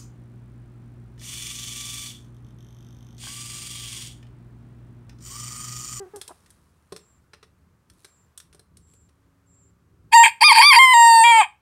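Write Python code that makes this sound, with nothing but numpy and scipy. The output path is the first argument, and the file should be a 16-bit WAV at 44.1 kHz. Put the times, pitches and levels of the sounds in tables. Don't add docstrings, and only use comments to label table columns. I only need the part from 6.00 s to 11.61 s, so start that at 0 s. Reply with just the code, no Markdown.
import sys
import numpy as np
from scipy import signal
from scipy.fft import rfft, irfft, next_fast_len
from scipy.io import wavfile
from scipy.ndimage import uniform_filter1d, minimum_filter1d, map_coordinates

SR = 44100
rng = np.random.default_rng(int(sys.argv[2]) if len(sys.argv) > 2 else 0)


def to_wav(sig):
    pcm = np.clip(np.atleast_2d(sig), -1, 1) * 32767
    pcm = np.round(pcm).astype(np.int16)
    wavfile.write(sys.argv[1], SR, pcm.T)


N = 247401

# frequency_hz, relative_db
RUMBLE_SPECTRUM = [(20, -32), (35, -7), (55, -5), (75, 8), (105, -1.5), (160, -3), (260, -10), (380, -13.5),
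                   (600, -28.5), (1300, -90)]
AIR_SPECTRUM = [(250, -14), (450, 0.5), (750, -3.5), (1150, 2), (2000, -7.5), (3500, -15), (8000, -16),
                (15500, -21.5)]
# time_s, level_db
RUMBLE_ENVELOPE = [(0, -62.5), (3.1, -63), (3.55, -60), (4.7, -63.5), (4.95, -74), (5.6, -75)]
AIR_ENVELOPE = [(0, -62.5), (.7, -69.5), (2.4, -72.5), (5.6, -73.5)]
# frequency_hz, relative_db
HUM_PARTIALS = [(86.1, -83), (107.7, -63), (172.3, -65), (274.5, -71.5), (393.0, -78.5), (565.2, -81)]
# frequency_hz, t60_s
COOP_DECAY = [(200, 0.31), (900, 0.22), (2500, 0.26), (5000, 0.22), (8000, 0.2), (14000, 0.25)]
# start_s, length_s, pitch_hz, level_db
BIRD_WHISTLES = [(0.945, 0.25, 7500, -64.5), (2.037, 0.23, 7430, -64.5), (2.803, 0.28, 7530, -62.5),
                 (3.46, 0.25, 7450, -61)]
# peak_s, level_db, fade_db_per_s
SHUFFLES = [(.18, -64, 27), (.49, -84.5, 75), (.9, -91.5, 14), (2, -65.5, 113), (2.88, -73.5, 53)]
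# start_s, click_db, board_db, brightness_db
CONTACTS = [(0.16, -52.5, -48, 10.5), (.214, -37, -52, 1.5), (.278, -49, -62, 6), (0.283, -53, -53, 7),
            (0.46, -54.5, -77, -3.5), (0.504, -58.5, -77, 6.5), (.922, -44, -30.5, -1.5),
            (.963, -44, -44.5, 1.5), (1.333, -46.5, -44.5, -8), (1.428, -49, -48, -6.5),
            (1.899, -58.5, -83, 1.5), (2.046, -48, -50.5, 0.5), (2.376, -49.5, -66, 8),
            (2.401, -50.5, -71, 0.5), (2.528, -56, -66, 0.5), (2.547, -59, -50.5, 3.5),
            (2.594, -58, -53.5, 1.5), (2.77, -59, -80, 6.5), (2.937, -65, -62.5, 8),
            (3.089, -67.5, -65, -2)]
# frequency_hz, relative_db, t60_s
BOARD_MODES = [(175, -12, 0.13), (366, -14.5, 0.15), (419, 3.5, 0.047), (559, -8, 0.062), (760, -10, 0.06),
               (1043, -7, 0.033)]
# centre_hz, width_hz, gain_db
LITTER_RESONANCES = [(1640, 1100, -10.5), (2700, 310, -6), (3420, 760, 5.5), (4140, 430, 4),
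                     (5530, 1800, 5), (8720, 2000, -3), (10000, 2200, -15.5)]
# start_s, length_s, pitch_hz, level_db, beak_opening (0-1)
CLUCK_CALLS = [(0, 0.067, 400.4, -37, 0.02), (0.058, 0.04, 383, -46.5, 0), (0.135, 0.069, 420, -39, 0.1),
               (0.29, 0.018, 477, -45.5, 1), (0.304, 0.025, 363, -42, 0.63)]
# frequency_hz, relative_db
CLOSED_BEAK_SPECTRUM = [(200, -4), (400, 2), (800, -10.5), (1200, -20), (1600, -20.5), (2000, -27.5),
                        (2600, -57), (5000, -67)]
OPEN_BEAK_SPECTRUM = [(200, -14), (380, -15.5), (700, -5.5), (1000, -2), (1400, -15), (2000, -34),
                      (5000, -52)]
# centre_hz, width_hz, gain_db
FORMANTS = [(415, 480, -34), (923, 242, 0.5), (1000, 370, -19.5), (1638, 190, -4.5), (1860, 140, -5.5),
            (2132, 150, -5.5), (2406, 443, 3.5), (2835, 510, -25.5), (3179, 193, 2.5), (3450, 520, -22.5),
            (3705, 450, -22.5), (4568, 147, -23), (4647, 620, -19), (5434, 510, -46), (6980, 550, -28.5),
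            (7575, 360, -19), (8170, 240, -19), (8810, 580, -34.5), (9560, 434, -22.5),
            (10440, 3400, -40.5), (12650, 1200, -46), (13900, 3300, -44.5)]
# time_s, pitch_hz
CROW_MELODIES = [
    [(4.112, 895), (4.142, 903), (4.155, 945), (4.166, 948), (4.173, 914), (4.21, 932), (4.3, 910)],
    [(4.403, 780), (4.424, 870), (4.443, 1191), (4.46, 1226), (4.486, 1207), (4.5, 1115), (4.513, 1066),
     (4.52, 900), (4.606, 925), (4.62, 1067), (4.666, 1182), (4.698, 1187), (4.715, 1078), (4.755, 1020),
     (4.771, 928), (4.785, 944), (4.791, 1059), (4.845, 1050), (4.88, 1022), (4.935, 1018), (4.941, 938),
     (5.001, 937), (5.1, 923), (5.235, 900), (5.241, 947), (5.31, 940), (5.33, 910), (5.369, 902),
     (5.405, 862), (5.446, 600)],
]
# time_s, level_db, ring_db
SHORT_NOTE_EFFORT = [(4.11, -69, -9), (4.126, -19.5, -14), (4.138, -7, -15.5), (4.156, -3.5, -17.5),
                     (4.202, 5, -29.5), (4.274, -13, -21.5), (4.304, -36, -13), (4.32, -46.5, -17.5)]
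LONG_NOTE_EFFORT = [(4.4, -78.5, -33), (4.41, -20, 3.5), (4.426, -2, -11), (4.468, 0, 1.5),
                    (4.52, -4.5, -15), (4.538, -18.5, 3), (4.584, -5, -12), (4.696, -7, 2),
                    (4.708, -8.5, -17), (4.774, -7.5, -5), (4.804, 2, -31.5), (4.864, -12, -24.5),
                    (5.014, -7.5, -26.5), (5.146, -8, -14), (5.27, -9.5, -28.5), (5.408, -10, -29.5),
                    (5.446, -26, -30), (5.468, -48, -26.5)]
# start_s, end_s, rasp (0-1)
VOICE_BREAKS = [(4.119, 4.133, 0.95), (4.14, 4.228, 0.02), (4.237, 4.264, 1), (4.281, 4.324, .95),
                (4.394, 4.419, 1), (4.42, 4.436, 0.35), (4.482, 4.52, .17), (4.528, 4.562, 0.99),
                (4.558, 4.58, 0.44), (4.583, 4.594, 0.8), (4.617, 4.625, 1), (4.63, 4.644, .2),
                (4.729, 4.76, .8), (4.77, 4.785, 0), (4.943, 4.947, 0.07), (5.239, 5.238, 0.33),
                (5.313, 5.406, 0.01), (5.411, 5.433, 0.21), (5.432, 5.471, 0.67)]
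VOICE_BAND_EDGES = [1400, 2700, 4050, 6100, 8900, 11700]
# easy_db, strain_db, rasp_db, octave_drop_db, gape_db
BAND_BALANCE = [(2, -7, -10.5, -0.5, 2), (-8.5, 8.5, 6, 4.5, -2.5), (-18.5, 10.5, 7.5, 7, -3),
                (-10, -12, -3, -7, -10), (-31, 3.5, 3, 5, 13), (-31, -1, -0.5, -7, 2)]

HUM_PEAK_S, HUM_PEAK_DB, HUM_FADE_DB_PER_S, HUM_REST_DB = 3.55, 2, 15, -14
RUSTLE_RISE_DB_PER_S = 178
CRUNCH_T60_S, SCATTER_DB, SCATTER_T60_S = 0.033, -25.5, 0.073
CLUCK_ATTACK_S, CLUCK_RELEASE_SHARE, CLUCK_FALL_SHARE = 0.0033, 0.68, 0.15
BREAK_ONSET_S, BREAK_SETTLE_S = 0.0022, 0.0044
OCTAVE_DROP_S, RASP_DOUBLING = 5.238, 0.23
EASY_HZ, STRAIN_HZ = 926.7, 188
CLEAN_RASP, SLACK_RASP, STRAIN_RASP = .006, .022, .016
TOP_HZ = 15900


def amp(db):
    return 10 ** (np.asarray(db) / 20)


def unit(x):
    return x / np.sqrt(np.mean(x ** 2) + 1e-20)


def along(points, hz):
    f, v = np.transpose(points)
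    return np.interp(np.log(hz + 1), np.log(f + 1), v)


def glide(points, t):
    return np.interp(t, *np.transpose(points))


def wobble(rate, n):
    return map_coordinates(rng.standard_normal(int(N * rate / SR) + 4), [np.arange(n) * rate / SR])


def filtered(x, response):
    m = next_fast_len(len(x) + 8192)
    return irfft(rfft(x, m) * response(np.fft.rfftfreq(m, 1 / SR)), m)[:len(x)]


def below(hz, edge_hz, order):
    return 1 / (1 + (hz / edge_hz) ** order)


def resonances(modes, hz):
    return sum(amp(db) / (1 + (2 * (hz - centre) / width) ** 2) ** 1.5 for centre, width, db in modes)


def noise(response, n):
    return unit(filtered(rng.standard_normal(n), response))


def add(track, start_s, sound):
    part = track[max(round(start_s * SR), 0):][:len(sound)]
    part += sound[:len(part)]


def outdoors():
    t = np.arange(N) / SR
    rumble_gain = amp(glide(RUMBLE_ENVELOPE, t) + 2.6 * wobble(7.6, N))
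    rumble = noise(lambda hz: amp(along(RUMBLE_SPECTRUM, hz)), N)
    air_gain = amp(glide(AIR_ENVELOPE, t) + wobble(3.7, N))
    air = noise(lambda hz: amp(along(AIR_SPECTRUM, hz)), N)
    return rumble_gain * rumble + air_gain * air


def hum():
    t = np.arange(N) / SR
    tones = sum(amp(db + 2 * wobble(3, N)) * np.sin(2 * np.pi * hz * t + wobble(5.2, N))
                for hz, db in HUM_PARTIALS)
    swell_db = HUM_PEAK_DB - HUM_FADE_DB_PER_S * np.abs(t - HUM_PEAK_S)
    return amp(np.maximum(swell_db, HUM_REST_DB)) * tones


def coop(x):
    hz, t, spectrum = signal.stft(rng.standard_normal(SR // 2), SR, nperseg=256)
    decay = amp(-60 * t / along(COOP_DECAY, hz)[:, None])
    tail = signal.istft(spectrum * decay, SR, nperseg=256)[1]
    impulse_response = np.pad(tail, (SR // 200, 0)) / np.linalg.norm(tail)
    return signal.fftconvolve(x, impulse_response)[:N]


def small_bird(quaver_hz=170, fall_share=0.0194):
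    track = np.zeros(N)
    for start_s, length_s, hz, db in BIRD_WHISTLES:
        progress = np.linspace(0, 1, int(length_s * SR))
        pitch = hz * (1 - fall_share * (progress - .5)) + quaver_hz * wobble(480, len(progress))
        envelope = np.sqrt(np.abs(np.sin(np.pi * progress)))
        add(track, start_s, amp(db) * envelope * np.sin(2 * np.pi * np.cumsum(pitch) / SR))
    return track


def litter():
    t = np.arange(N) / SR
    envelope = sum(amp(db - np.maximum(RUSTLE_RISE_DB_PER_S * (peak_s - t), fade * (t - peak_s)))
                   for peak_s, db, fade in SHUFFLES)
    # frequency_hz, relative_db
    colour = [(1000, -12.5), (2500, -7), (4500, -3), (7000, -5), (9500, .5), (12000, -9), (16000, -20.5)]
    hiss = noise(lambda hz: amp(along(colour, hz)), N)
    grains = amp(6.5 * wobble(1000, N))
    return envelope * unit(hiss * grains)


def crunch(t, brightness_db):
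    def band(low_hz, high_hz):
        return noise(lambda hz: (resonances(LITTER_RESONANCES, hz) + 0.43)
                     * below(hz, high_hz, order=8) * (1 - below(hz, low_hz, order=8)), len(t))

    knock = amp(-brightness_db) * band(800, 2500)
    click = amp(4) * band(3000, 6500)
    fizz = amp(4 + brightness_db) * band(7500, 11500)
    slips = amp(2.5 * wobble(450, len(t)) + 5 * np.minimum(t / .015, 1) * wobble(200, len(t)))
    decay = amp(-60 * t / CRUNCH_T60_S) + amp(SCATTER_DB - 60 * t / SCATTER_T60_S)
    return (knock + click + fizz) * slips * decay


def taps(tick_db=7, tick_t60_s=0.0086):
    track, t = np.zeros(N), np.arange(SR // 4) / SR
    for start_s, click_db, board_db, brightness_db in CONTACTS:
        board = sum(amp(db + rng.normal(0, 1.8) - 60 * t / t60_s)
                    * np.sin(2 * np.pi * hz * rng.normal(1, 0.042) * t) for hz, db, t60_s in BOARD_MODES)
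        shavings = crunch(t, brightness_db)
        tick = noise(lambda hz: below(hz, 7300, order=6) - below(hz, 1700, order=4), len(t))
        tick *= amp(tick_db - 60 * t / tick_t60_s)
        sound = amp(board_db) * board + amp(click_db) * (shavings + tick)
        rise_s = np.clip(.0008 * amp(-2 * brightness_db), 2e-4, .004)
        add(track, start_s, sound * (1 - np.exp(-t / rise_s)))
    return track


def cluck(length_s, hz, opening, jitter_rad=.09, open_jitter_rad=0.67):
    t = np.arange(int(length_s * SR)) / SR
    pitch = hz * (1 - CLUCK_FALL_SHARE * (t / length_s) ** 2)
    jitter = (jitter_rad + open_jitter_rad * opening) * wobble(244, len(t))
    phase = 2 * np.pi * np.cumsum(pitch) / SR + jitter
    beak = lambda f: amp((1 - opening) * along(CLOSED_BEAK_SPECTRUM, f)
                         + opening * along(OPEN_BEAK_SPECTRUM, f))
    attack = np.minimum(t / CLUCK_ATTACK_S, 1)
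    release = np.minimum((1 - t / length_s) / CLUCK_RELEASE_SHARE, 1)
    return attack * release * unit(sum(beak(k * pitch) * np.sin(k * phase) for k in range(1, 9)))


def voice_breaks(t):
    return np.max([rasp * np.exp(np.minimum(t - start, 0) / BREAK_ONSET_S
                                 - np.maximum(t - end, 0) / BREAK_SETTLE_S)
                   for start, end, rasp in VOICE_BREAKS], axis=0)


def syrinx(pitch, rasp, doubling, jitter_rad=0.57, shimmer=0.31, hiss_db=-13, chirp_rad=.5):
    n = len(pitch)
    jitter = jitter_rad * (wobble(850, n) + wobble(240, n))
    waver = 1 + 0.0017 * wobble(70, n) + .04 * rasp * wobble(90, n)
    phase = 2 * np.pi * np.cumsum(pitch * waver) / SR + rasp * jitter
    pulses = np.zeros(n)
    for k in np.arange(1, 41) / 2:
        hz = k * pitch
        depth_db = 4 * np.minimum(hz / 6000, 1.5)
        fading_db = depth_db * (wobble(22, n) + (.25 + np.sqrt(rasp)) * wobble(170, n))
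        rattle_db = 4 * np.sqrt(rasp) * wobble(130, n)
        slack_db = -4 * doubling * (hz / 10000) ** 2
        size = amp(fading_db + rattle_db + slack_db) * below(hz, TOP_HZ, order=40)
        if k % 1:
            size *= doubling * amp(1)
        pulses += size * np.cos(k * phase - chirp_rad * k * k)
    turbulence = amp(hiss_db) * (rasp + 0.0029) * rng.standard_normal(n) * (1 + np.cos(phase))
    return pulses / 3 * (1 + shimmer * rasp * wobble(300, n)) + 2 * turbulence


def throat(hz):
    return resonances(FORMANTS, hz) * (1 - below(hz, 540, order=5))


def band_shares(strain, rasp, slack, ring):
    gape = np.tanh((ring / 0.21) ** 2)
    shares = np.array([amp(easy + strained * strain * (1.5 - rasp) + rough * rasp
                           + dropped * slack + gaping * gape)
                       for easy, strained, rough, dropped, gaping in BAND_BALANCE])
    shares /= np.linalg.norm(shares, axis=0)
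    shares = np.insert(shares, len(BAND_BALANCE) // 2, ring, axis=0)
    return shares / np.linalg.norm(shares, axis=0)


def rebalance(source, shares):
    window = signal.windows.hann(SR // 60)
    rest, voice = source, 0
    for edge_hz, share in zip(VOICE_BAND_EDGES + [SR / 2], shares):
        band = filtered(rest, lambda hz: below(hz, edge_hz, order=40))
        rest = rest - band
        power = np.abs(signal.fftconvolve(band ** 2, window / window.sum(), "same"))
        voice = voice + share * band / np.sqrt(power + 1e-12)
    return voice


def crow(melody, effort, attack_s=0.0054, release_s=0.021):
    time_s, level_db, ring_db = np.transpose(effort)
    t = np.arange(round(time_s[0] * SR), round(time_s[-1] * SR)) / SR
    pitch = glide(melody, t)
    slack = np.clip((t - OCTAVE_DROP_S) / 0.012, 0, 1)
    strain = np.maximum(np.tanh((pitch - EASY_HZ) / STRAIN_HZ), -.2)
    rasp = np.clip(voice_breaks(t) + CLEAN_RASP + SLACK_RASP * slack + STRAIN_RASP * np.abs(strain), 0, 1)
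    ring = amp(np.interp(t, time_s, ring_db))
    pulses = syrinx(pitch, rasp, doubling=np.maximum(slack, RASP_DOUBLING * rasp))
    voice = rebalance(filtered(pulses, throat), band_shares(strain, rasp, slack, ring))
    gate = np.minimum((t - t[0]) / attack_s, 1) ** 2 * np.minimum((t[-1] - t) / release_s, 1)
    return amp(np.interp(t, time_s, level_db)) * gate * voice


def rooster():
    track = np.zeros(N)
    for start_s, length_s, hz, db, opening in CLUCK_CALLS:
        add(track, start_s, amp(db) * cluck(length_s, hz, opening))
    for melody, effort in zip(CROW_MELODIES, (SHORT_NOTE_EFFORT, LONG_NOTE_EFFORT)):
        add(track, effort[0][0], crow(melody, effort))
    return track


def scene():
    voice = rooster()
    small_sounds = taps() + litter() + small_bird()
    reverberation = coop(amp(-18) * voice + amp(-9) * small_sounds)
    return (voice + small_sounds + reverberation + outdoors() + hum())[None]


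def record(dry):
    needed_gain = .98 / np.maximum(np.abs(dry[0]), .98)
    held_gain = minimum_filter1d(needed_gain, size=441)
    smooth_gain = uniform_filter1d(uniform_filter1d(held_gain, size=221), size=221)
    return filtered(dry[0] * smooth_gain, lambda hz: hz < TOP_HZ)[None]


dry = scene()
out = record(dry)
to_wav(out)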